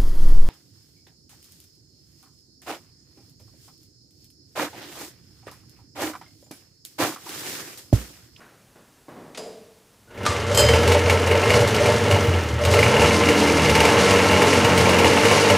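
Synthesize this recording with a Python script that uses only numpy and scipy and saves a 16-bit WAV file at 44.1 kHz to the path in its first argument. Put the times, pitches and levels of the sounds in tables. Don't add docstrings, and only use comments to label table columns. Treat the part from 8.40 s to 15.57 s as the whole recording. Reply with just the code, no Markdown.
import sys
import numpy as np
from scipy import signal
from scipy.fft import rfft, irfft
from scipy.io import wavfile
from scipy.ndimage import uniform_filter1d

SR = 44100
rng = np.random.default_rng(int(sys.argv[2]) if len(sys.argv) > 2 else 0)


def output_pcm(signal):
    pcm = np.clip(np.atleast_2d(signal).T, -1, 1) * 32767
    wavfile.write(sys.argv[1], SR, np.round(pcm).astype(np.int16))


N = 316197

# (time [s], speed [turns/s])
CRANK_SPEED = [(1.7, 12.3), (2.08, 32.6), (2.35, 42.3), (2.64, 44.4), (2.89, 44), (3.17, 53.4),
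               (3.85, 47.3), (4.08, 36.8), (4.4, 49.8), (4.55, 72), (4.75, 87), (5.15, 81.5), (5.33, 75),
               (5.66, 95.5), (6.25, 91), (6.64, 88.5), (6.9, 105.4), (7.17, 96)]
# (time [s], level [dB])
BURN_STRENGTH = [(2.08, -9.5), (2.14, -1.5), (2.56, 1), (2.62, -6), (2.72, 0.5), (2.82, -6), (3.17, 2.5),
                 (3.28, -5), (3.51, 0.5), (3.6, -5.5), (3.75, -2), (4.18, -14), (4.36, 2), (4.72, -1.5),
                 (5.22, -2.5), (5.6, 1.5), (5.86, -1), (7.17, 0)]
# (time [s], level [dB])
INTAKE_LEVEL = [(1.9, -32), (1.93, -38), (2.46, -26), (2.6, -30.5), (3.85, -27.5), (4.19, -36.5),
                (4.36, -27.5), (5.01, -20), (5.35, -24), (6.64, -21.5), (7.01, -25), (7.17, -22.5)]
# (level at full burn and RUNNING_TURNS_PER_S [dB], slope [dB/octave of speed],
# share of burn swing [1])
BARK_LAW = (-20, 1.2, 0.99)
HONK_LAW = (-27, 0, 0.88)
RASP_LAW = (-22.5, 2.76, 0.49)
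CLATTER_LAW = (-27.5, 3.6, .8)
# (frequency [Hz], width [Hz], level [dB])
PIPE_RESONANCES = [(418.5, 14.8, -2), (464.2, 52, 0.5), (715, 175, -14), (896, 118, -5), (1042, 110, -7)]
# (frequency [Hz], width [Hz], level [dB])
TAILPIPE_RESONANCE = [(580.4, 45, 0)]
PULL_S, SPIN_UP_S, SPIN_UP_POWER = 1.658, 0.23, 1.67
POP_BARK_DB = -11


def engine(tail):
    t = np.arange(N) / SR
    speed, = in_time(CRANK_SPEED)
    burn_db, = in_time(BURN_STRENGTH)
    intake_db, = in_time(INTAKE_LEVEL)
    turns = np.cumsum(speed) / SR
    pop_s, crack_db, _, pop_boom_db = np.transpose(POP_EVENTS)
    blows = firings(turns, uneven_db=4, jitter_s=0.00015)

    intake_sound = intake(turns, speed, rough_db=-2)
    bark = pipe(blows, turns, PIPE_RESONANCES, clean_db=-3)
    honk = pipe(blows, turns, TAILPIPE_RESONANCE, clean_db=-2)
    spitting = from_db(-4) * spits(turns, share=0.45, spread_db=10)

    running_boom = muffler_gain(speed, burn_db) * surge(depth_db=2, rate_hz=11)
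    pop_boom = swell(pop_s, pop_boom_db, attack_s=0.0072, decay_s=0.052)
    boom_gain = np.hypot(running_boom, pop_boom)
    pop_bark = swell(pop_s, crack_db + POP_BARK_DB, attack_s=0.0019, decay_s=0.038)
    bark_gain = np.hypot(part_gain(BARK_LAW, speed, burn_db), pop_bark)
    honk_gain = np.hypot(part_gain(HONK_LAW, speed, burn_db), honk_bursts())
    rasp_gain = part_gain(RASP_LAW, speed, burn_db)
    clatter_gain = part_gain(CLATTER_LAW, speed, burn_db) * surge(depth_db=1.7, rate_hz=18)

    sound = boom_gain * muffler(turns, speed, tail, rough_db=-1)
    sound += bark_gain * surge(depth_db=1, rate_hz=9) * bark
    sound += honk_gain * honk
    sound += from_db(intake_db) * intake_sound
    sound += rasp_gain * (rasp(blows, shell_db=-8.5) + spitting)
    sound += clatter_gain * clatter(turns)
    return sound * np.clip((t - PULL_S) / SPIN_UP_S, 0, 1) ** SPIN_UP_POWER


FIRING_STRENGTH = [-0.5, -1, -2, -7]


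def firings(turns, uneven_db, jitter_s):
    at = np.flatnonzero(np.diff(np.floor(2 * turns)) > 0)
    chance = rng.standard_normal((len(at), 2))
    level_db = np.resize(FIRING_STRENGTH, len(at)) + uneven_db * chance[:, 1]
    return strikes(at / SR + jitter_s * chance[:, 0], level_db)


RUNNING_TURNS_PER_S = 95


def part_gain(law, speed, burn_db):
    level_db, db_per_octave, share = law
    octaves = np.log2(speed / RUNNING_TURNS_PER_S)
    return from_db(level_db + db_per_octave * octaves + share * burn_db)


def surge(depth_db, rate_hz):
    return from_db(depth_db * np.clip(waver(rate_hz), -2, 2))


def swell(times, db, attack_s, decay_s):
    t = np.arange(SR) / SR
    shape = (1 - np.exp(-t / attack_s)) * np.exp(-t / decay_s)
    return np.sqrt(np.abs(through(strikes(times, db) ** 2, shape ** 2)))


# (frequency [Hz], width [Hz], level [dB])
MUFFLER_RESONANCES = [(86.6, 11.7, 6.5), (118.7, 33.5, 1.5)]


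def muffler(turns, speed, tail, rough_db):
    orders = np.sin(2 * np.pi * turns)
    orders += from_db(1) * np.sin(4 * np.pi * turns)
    orders += from_db(-7) * np.sin(6 * np.pi * turns)
    hum = evened(band(resonate(orders, MUFFLER_RESONANCES), 70, 148, order=4))
    hum *= np.interp(speed, [22, 32], [0, 1])
    uneven = firings(turns, uneven_db=8, jitter_s=0.0013)
    rumble = in_garage(resonate(uneven, MUFFLER_RESONANCES), tail, wet_db=2)
    rumble = evened(band(rumble, 67.7, 196, order=4))
    return evened(hum + from_db(rough_db) * rumble)


BOOM_TURNS_PER_S, BOOM_DB, BOOM_FOLLOWS_BURN = 39, -20.5, 0.41
BOOM_LOSS_DB_PER_OCTAVE, BOOM_DETUNE_DB_PER_OCTAVE = 4.5, 7


def muffler_gain(speed, burn_db):
    octaves = np.log2(speed / BOOM_TURNS_PER_S)
    detune = np.minimum(np.abs(octaves - np.round(octaves)), 0.3)
    loss_db = BOOM_LOSS_DB_PER_OCTAVE * np.abs(octaves) + BOOM_DETUNE_DB_PER_OCTAVE * detune
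    return from_db(BOOM_DB - loss_db + BOOM_FOLLOWS_BURN * burn_db)


def pipe(blows, turns, resonances, clean_db):
    turbulence = bursts_in_garage(blows, decay_s=0.0046, wet_db=3.5, t60_s=0.39)
    gas = rms_one(turbulence) + from_db(-8.5) * rms_one(blows)
    orders = half_orders(turns, first=8, count=24)
    drive = evened(band(gas, 397, 880)) + from_db(clean_db) * evened(band(orders, 283, 1150))
    sound = 0
    for hz, width_hz, db in resonances:
        once = resonate(drive, [(hz, width_hz, db)])
        sound = sound + resonate(once, [(hz, width_hz, 0)])
    return evened(sound)


# (time [s], length [s], level [dB])
HONK_EVENTS = [(2.108, 0.03, -18.5), (2.19, 0.058, -17.5), (2.54, 0.031, -20.5), (2.945, 0.032, -18.5),
               (3.165, 0.077, -22.5), (3.39, 0.12, -22), (3.697, 0.041, -21), (4.192, 0.23, -25),
               (4.516, 0.2, -35), (6.905, .04, -29), (7.1, 0.042, -21)]
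HONK_ATTACK_S, HONK_RELEASE_S = 0.0076, 0.018


def honk_bursts():
    t = np.arange(N) / SR
    gain = 0
    for s, length_s, db in HONK_EVENTS:
        rise = np.clip((t - s) / HONK_ATTACK_S, 0, 1)
        fall = np.exp(-np.maximum(t - s - length_s, 0) / HONK_RELEASE_S)
        gain = gain + from_db(db) * rise * fall
    return gain


# (frequency [Hz], width [Hz], level [dB])
AIRBOX_RESONANCES = [(154, 49, -3), (214.1, 24, 3.5), (293, 24.86, 4.5), (327, 74, -2.5)]


def intake(turns, speed, rough_db):
    orders = half_orders(turns, first=3, count=6)
    drone = evened(resonate(orders, AIRBOX_RESONANCES))
    drone *= from_db(np.interp(speed, [55, 78], [-14, 0]))
    gulps = firings(turns, uneven_db=2.5, jitter_s=0.00018)
    air = bursts_in_garage(gulps, decay_s=0.0093, wet_db=1, t60_s=0.34)
    flutter = coloured(air, [(110, -24.5), (160, -7.5), (218, 9.5), (265, 4), (330, 5),
                             (400, 3.5), (520, -33.5)])
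    return evened(drone + from_db(rough_db) * evened(flutter))


def half_orders(turns, first, count):
    lines = 0
    for k in range(first, first + count):
        gain = from_db(4.5 * waver(2))
        lines = lines + gain * np.sin(np.pi * k * turns + rng.uniform(0, 2 * np.pi))
    return lines


# (frequency [Hz], density [dB/Hz])
RASP_SPECTRUM = [(500, -13.5), (750, 3.5), (1050, 1.5), (1220, 1), (1350, 3), (1550, 1.5), (1900, 2),
                 (2230, -4.5), (2520, -1.5), (2870, 0), (3150, -4), (5000, -19.5), (9000, -59)]
# (frequency [Hz], width [Hz], level [dB])
SHELL_RESONANCES = [(1335, 13, 0.4), (1697, 3.3, 8.5), (2106, 19, 6), (2655, 40, -4.5)]


def rasp(blows, shell_db):
    jet = coloured(bursts_in_garage(blows, decay_s=0.0042, wet_db=11.5, t60_s=0.65), RASP_SPECTRUM)
    shell = resonate(jet, SHELL_RESONANCES)
    return evened(rms_one(jet) + from_db(shell_db) * rms_one(shell))


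# (frequency [Hz], density [dB/Hz])
CLATTER_SPECTRUM = [(1500, -35), (2800, -2.5), (3500, 0.5), (4400, 2), (6300, 0.5), (8000, -5.5),
                    (10000, -7.5), (12000, -14.5), (14000, -45), (16000, -47)]


def clatter(turns):
    at = np.flatnonzero(np.diff(np.floor(turns)) > 0)
    level_db = np.resize([0, -1.5], len(at)) + 2 * rng.standard_normal(len(at))
    slaps = strikes(at / SR, level_db)
    noise = bursts_in_garage(slaps, decay_s=0.0088, wet_db=3.5, t60_s=0.93)
    return evened(coloured(noise, CLATTER_SPECTRUM))


# (frequency [Hz], density [dB/Hz])
CRACK_SPECTRUM = [(200, -20), (470, 6.5), (900, -4), (1600, -6), (1950, -3.5), (2250, 5), (2550, -4.5),
                  (2850, 3.5), (3300, -21), (8000, -40.5), (15000, -35)]


def spits(turns, share, spread_db):
    at = np.flatnonzero(np.diff(np.floor(turns)) > 0)
    chance = rng.random((len(at), 2))
    spat = chance[:, 0] < share
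    cracks = strikes(at[spat] / SR, spread_db * chance[spat, 1])
    noise = bursts_in_garage(cracks, decay_s=0.0049, wet_db=-0.5, t60_s=1)
    return rms_one(coloured(noise, CRACK_SPECTRUM))


# (time [s], crack level [dB], sizzle level [dB], boom level [dB])
POP_EVENTS = [(2.22, -14, -31, -17), (2.287, -6.5, -22, -18), (2.3347, -5, -26, -15),
              (2.4752, -11, -25, -14.5), (2.5181, -6.5, -23, -18), (2.6972, -5.5, -22, -17),
              (2.8704, -9.5, -28, -18), (2.9125, -8, -29, -22), (2.9527, -11.5, -34, -29),
              (3.0298, -12, -39, -32), (3.1038, -6.5, -24.5, -34), (3.14, -7.5, -28, -17),
              (3.2044, -34, -28.5, -18), (3.2743, -31, -25, -30), (3.3458, -14, -25, -34),
              (3.458, -9, -25, -22), (3.711, -8, -24.5, -13), (3.87, -26, -50, -14), (3.94, -18, -46, -19),
              (4.2506, -12.5, -23.5, -14), (4.3118, -23, -25, -15.5), (4.338, -7, -23, -27),
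              (4.3893, -6.5, -23.5, -13), (4.43, -6, -25, -18), (4.565, -8, -32, -26),
              (4.6168, -7.5, -25, -30), (4.642, -6, -30, -19), (4.8868, -5.5, -23, -23),
              (5.295, -7, -23, -37), (5.3522, -9, -22.5, -36), (5.4032, -5, -21, -35),
              (5.451, -7, -20.5, -33), (5.709, -8, -23, -17), (5.912, -10.5, -26, -24),
              (6.0199, -8, -22.5, -33), (6.129, -7, -25, -20), (6.246, -6, -22, -18),
              (6.3763, -8, -20, -16), (6.4923, -9, -24, -21), (6.586, -7, -22, -28),
              (6.6446, -6.5, -26, -22), (6.8519, -6.5, -23, -30), (6.912, -3.5, -25, -25),
              (7.1005, -7, -20, -18)]
# (frequency [Hz], density [dB/Hz])
SIZZLE_SPECTRUM = [(1500, -25), (2800, 4), (4400, 3.5), (6300, -0.5), (9000, -2.5), (12000, -9.5),
                   (14000, -10), (16000, -30)]


def pops(crack_db, sizzle_db):
    s, crack_level_db, sizzle_level_db, _ = np.transpose(POP_EVENTS)
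    cracks = strikes(s, crack_level_db + crack_db)
    crack = bursts_in_garage(cracks, decay_s=0.0058, wet_db=-1.5, t60_s=0.29)
    sizzles = strikes(s, sizzle_level_db + sizzle_db)
    sizzle = bursts_in_garage(sizzles, decay_s=0.016, wet_db=-6, t60_s=0.5)
    return coloured(crack, CRACK_SPECTRUM) + coloured(sizzle, SIZZLE_SPECTRUM)


# (time [s], clack level [dB], clang level [dB])
STARTER_EVENTS = [(1.853, -22.5, -60), (1.863, -14, -44), (2.114, -23.5, -61), (2.147, -35, -26.5),
                  (2.174, -30, -18.5), (2.193, -17, -19.5)]
# (frequency [Hz], level [dB], t60 [s])
STARTER_MODES = [(3101, 0, 0.52), (3180, -7, .22), (4240, -4, 0.19), (4926, -3, 0.48), (5010, -8, 0.38),
                 (6640, -8, 0.14), (7640, -8, .15), (7700, -6, 0.1), (8850, -10, 0.14), (11440, -10, 0.12),
                 (12360, -17, .2), (13520, -18, .12)]
# (frequency [Hz], density [dB/Hz])
CLACK_SPECTRUM = [(200, -2), (700, 5), (1200, 7), (2000, -0.5), (4000, -1.5), (8000, -7.5), (12000, -21),
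                  (15500, -50)]


def starter(tail, clack_db, ring_db, rattle_db):
    s, clack_level_db, clang_level_db = np.transpose(STARTER_EVENTS)
    clacks = strikes(s, clack_level_db + clack_db)
    clack = bursts_in_garage(clacks, decay_s=0.0057, wet_db=1.5, t60_s=0.6)
    clang = ring(strikes(s, clang_level_db + ring_db), STARTER_MODES)
    rattles = strikes(s, clang_level_db + rattle_db)
    rattle = bursts_in_garage(rattles, decay_s=0.015, wet_db=-6, t60_s=0.35)
    rattle = coloured(rattle, [(2000, -18), (3100, -5), (5500, -3), (7700, 11), (8400, -2),
                               (12500, 0), (13700, -9), (14500, -24)])
    return coloured(clack, CLACK_SPECTRUM) + in_garage(clang, tail, wet_db=-3) + rattle


# (time [s], starting pitch [Hz], level [dB])
SQUEAK_EVENTS = [(1.675, 1470, -46.5), (1.849, 1205, -24)]
SQUEAK_ATTACK_S, SQUEAK_T60_S, SQUEAK_SAG_HZ_PER_S = 0.0093, 0.92, 306


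def rope():
    flutter = 0.7 + 0.7 * rms_one(band(rng.standard_normal(N), 1, 50))
    sound = 0
    for s, hz, db in SQUEAK_EVENTS:
        t = np.maximum(np.arange(N) / SR - s, 0)
        decay = np.exp(-np.log(1000) * t / SQUEAK_T60_S)
        level = np.minimum(t / SQUEAK_ATTACK_S, 1) * from_db(db) * decay
        cycles = np.cumsum(hz - SQUEAK_SAG_HZ_PER_S * t) / SR
        sound = sound + level * np.sin(2 * np.pi * cycles)
    return flutter * sound


# (time [s], snap level [dB], upper cutoff [Hz], ping level [dB])
SWITCH_EVENTS = [(0.9475, -36, 6000, -62), (0.974, -33, 14000, -37)]
# (frequency [Hz], density [dB/Hz])
CLICK_SPECTRUM = [(300, 6), (1000, -1), (2500, 3), (3700, 3), (5000, 2), (9000, -1), (12000, -10),
                  (15500, -18)]
# (frequency [Hz], level [dB], t60 [s])
SPRING_MODES = [(4945, -5, 0.61), (4900, -13, .45), (7160, -14, .5), (7260, -10, 0.41), (10140, -20, .45)]
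# (time [s], level [dB])
THUD_EVENTS = [(0.976, -30), (1.004, -36)]
# (frequency [Hz], width [Hz], level [dB])
DASH_RESONANCES = [(204, 28, -8), (448, 28, 1.5), (580, 64, -6.5), (643, 91, -6.5)]


def switch(snap_db, thud_db, ping_db):
    sound = 0
    for s, db, cutoff_hz, _ in SWITCH_EVENTS:
        snap = bursts_in_garage(strikes([s], db + snap_db), decay_s=0.016, wet_db=-3.5, t60_s=0.89)
        sound = sound + band(coloured(snap, CLICK_SPECTRUM), 200, cutoff_hz)
    s, _, _, spring_db = np.transpose(SWITCH_EVENTS)
    sound += ring(strikes(s, spring_db + ping_db), SPRING_MODES)
    s, db = np.transpose(THUD_EVENTS)
    thud = bursts_in_garage(strikes(s, db + thud_db), decay_s=0.012, wet_db=5.5, t60_s=0.81)
    return sound + resonate(thud, DASH_RESONANCES)


# (time [s], knock level [dB], tick level [dB])
KNOCK_EVENTS = [(0.004, -44.5, -44), (0.356, -44.5, -52), (0.683, -33, -46), (0.762, -35, -60),
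                (0.789, -39.5, -58), (0.849, -39, -55)]
# (frequency [Hz], density [dB/Hz])
KNOCK_SPECTRUM = [(60, -24), (130, -4), (230, 0), (540, -2.5), (850, -8.5), (1080, -8), (1500, -21),
                  (1800, -16), (2600, -28), (12000, -41)]


def knocks(knock_db, tick_db):
    s, knock_level_db, tick_level_db = np.transpose(KNOCK_EVENTS)
    dull = bursts_in_garage(strikes(s, knock_level_db + knock_db), decay_s=0.021, wet_db=7, t60_s=0.8)
    tick = bursts_in_garage(strikes(s, tick_level_db + tick_db), decay_s=0.015, wet_db=7.5, t60_s=0.71)
    tick = coloured(tick, [(500, -13), (1400, 3), (3000, -11), (10000, -31)])
    return coloured(dull, KNOCK_SPECTRUM) + tick


# (frequency [Hz], density [dB/Hz])
AIR_SPECTRUM = [(15, -40), (25, -12), (53, 3), (69, -1), (101, 4.5), (119, 5), (2010, -11), (3440, -13),
                (5880, -13), (12200, -16), (15500, -26)]
AIR_DB = -57


def room_air():
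    return from_db(AIR_DB) * coloured(rng.standard_normal(N), AIR_SPECTRUM)


WHINE_HZ, WHINE_RMS_DB = 14992, -78


def whine():
    return from_db(WHINE_RMS_DB) * np.sqrt(2) * np.sin(2 * np.pi * WHINE_HZ * np.arange(N) / SR)


# (frequency [Hz], t60 [s])
GARAGE_DECAY = [(100, 0.38), (450, 0.74), (1500, 0.22), (5000, 0.62), (14000, 0.1)]


def garage_tail():
    t = np.arange(SR) / SR
    edges_hz = np.geomspace(40, 20000, 10)
    tail = 0
    for low_hz, high_hz in zip(edges_hz, edges_hz[1:]):
        t60_s = at_hz(GARAGE_DECAY, np.sqrt(low_hz * high_hz))
        tail = tail + band(rng.standard_normal(SR), low_hz, high_hz) * from_db(-60 * t / t60_s)
    tail *= 1 - np.exp(-t / 0.0014)
    return tail / np.linalg.norm(tail)


def in_garage(x, tail, wet_db):
    return x + from_db(wet_db) * through(x, tail)


def bursts_in_garage(clicks, decay_s, wet_db, t60_s):
    fall = np.exp(-2 / (decay_s * SR))
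    room_fall = np.exp(-np.log(1e6) / (t60_s * SR))
    direct = signal.lfilter([1], [1, -fall], clicks ** 2 + 1e-18)
    reflected = signal.lfilter([1 - room_fall], [1, -room_fall], direct)
    return np.sqrt(direct + from_db(wet_db) ** 2 * reflected) * rng.standard_normal(N)


def strikes(times, db):
    out = np.zeros(N)
    at = np.clip(np.round(np.asarray(times) * SR).astype(int), 0, N - 1)
    np.add.at(out, at, from_db(db))
    return out


def ring(clicks, modes):
    t = np.arange(SR) / SR
    response = sum(from_db(db - 60 * t / t60_s) * np.sin(2 * np.pi * hz * t) for hz, db, t60_s in modes)
    return through(clicks, response)


def resonate(x, resonances):
    out = 0
    for k, (hz, width_hz, db) in enumerate(resonances):
        r = np.exp(-np.pi * width_hz / SR)
        poles = [1, -2 * r * np.cos(2 * np.pi * hz / SR), r * r]
        gain = (-1) ** k * from_db(db) * (1 - r * r) / 2
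        out = out + gain * signal.lfilter([1, 0, -1], poles, x + 1e-18)
    return out


def coloured(x, spectrum, size=4096):
    magnitude = from_db(at_hz(spectrum, np.linspace(0, SR / 2, size + 1)))
    cepstrum = irfft(np.log(magnitude))
    cepstrum[1:size] *= 2
    cepstrum[size + 1:] = 0
    response = irfft(np.exp(rfft(cepstrum)))
    return through(x, response / np.linalg.norm(response))


def band(x, low_hz, high_hz, order=2):
    edges_hz = [low_hz, min(high_hz, SR / 2 - 1)]
    return signal.sosfilt(signal.butter(order, edges_hz, "band", fs=SR, output="sos"), x + 1e-18)


def through(x, response):
    return signal.oaconvolve(x, response)[:N]


def waver(rate_hz, size=200):
    r = np.exp(-2 * np.pi * rate_hz * size / SR)
    slow = signal.lfilter([1], [1, -2 * r, r * r], rng.standard_normal(N // size + 502))
    slow = slow[500:]
    return np.interp(np.arange(N) / size, np.arange(len(slow)), rms_one(slow))


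def evened(x):
    power = uniform_filter1d(uniform_filter1d(x ** 2, size=3500), size=3500)
    return x / np.sqrt(np.abs(power) + 1e-4 * np.mean(x ** 2))


def rms_one(x):
    return x / np.sqrt(np.mean(x ** 2) + 1e-20)


def in_time(rows):
    s, *columns = np.transpose(rows)
    return [np.interp(np.arange(N) / SR, s, c) for c in columns]


def at_hz(points, hz):
    f, value = np.transpose(points)
    return np.interp(np.log(np.maximum(hz, 1)), np.log(f), value)


def from_db(db):
    return 10 ** (np.asarray(db) / 20)


def scene():
    tail = garage_tail()
    running = engine(tail) + pops(crack_db=-6.5, sizzle_db=-1)
    pull = starter(tail, clack_db=0.5, ring_db=-0.5, rattle_db=0) + rope()
    handling = switch(snap_db=0, thud_db=25, ping_db=-1) + knocks(knock_db=-8.5, tick_db=-6)
    sound = running + pull + handling + room_air() + whine()
    return np.array([sound, sound])


CEILING, CUTOFF_HZ = 0.73, 15600


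def record(dry):
    held = dry / (1 + (dry / CEILING) ** 6) ** (1 / 6)
    return signal.sosfilt(signal.ellip(14, 0.1, 90, CUTOFF_HZ, fs=SR, output="sos"), held)


dry = scene()
out = record(dry)
output_pcm(out)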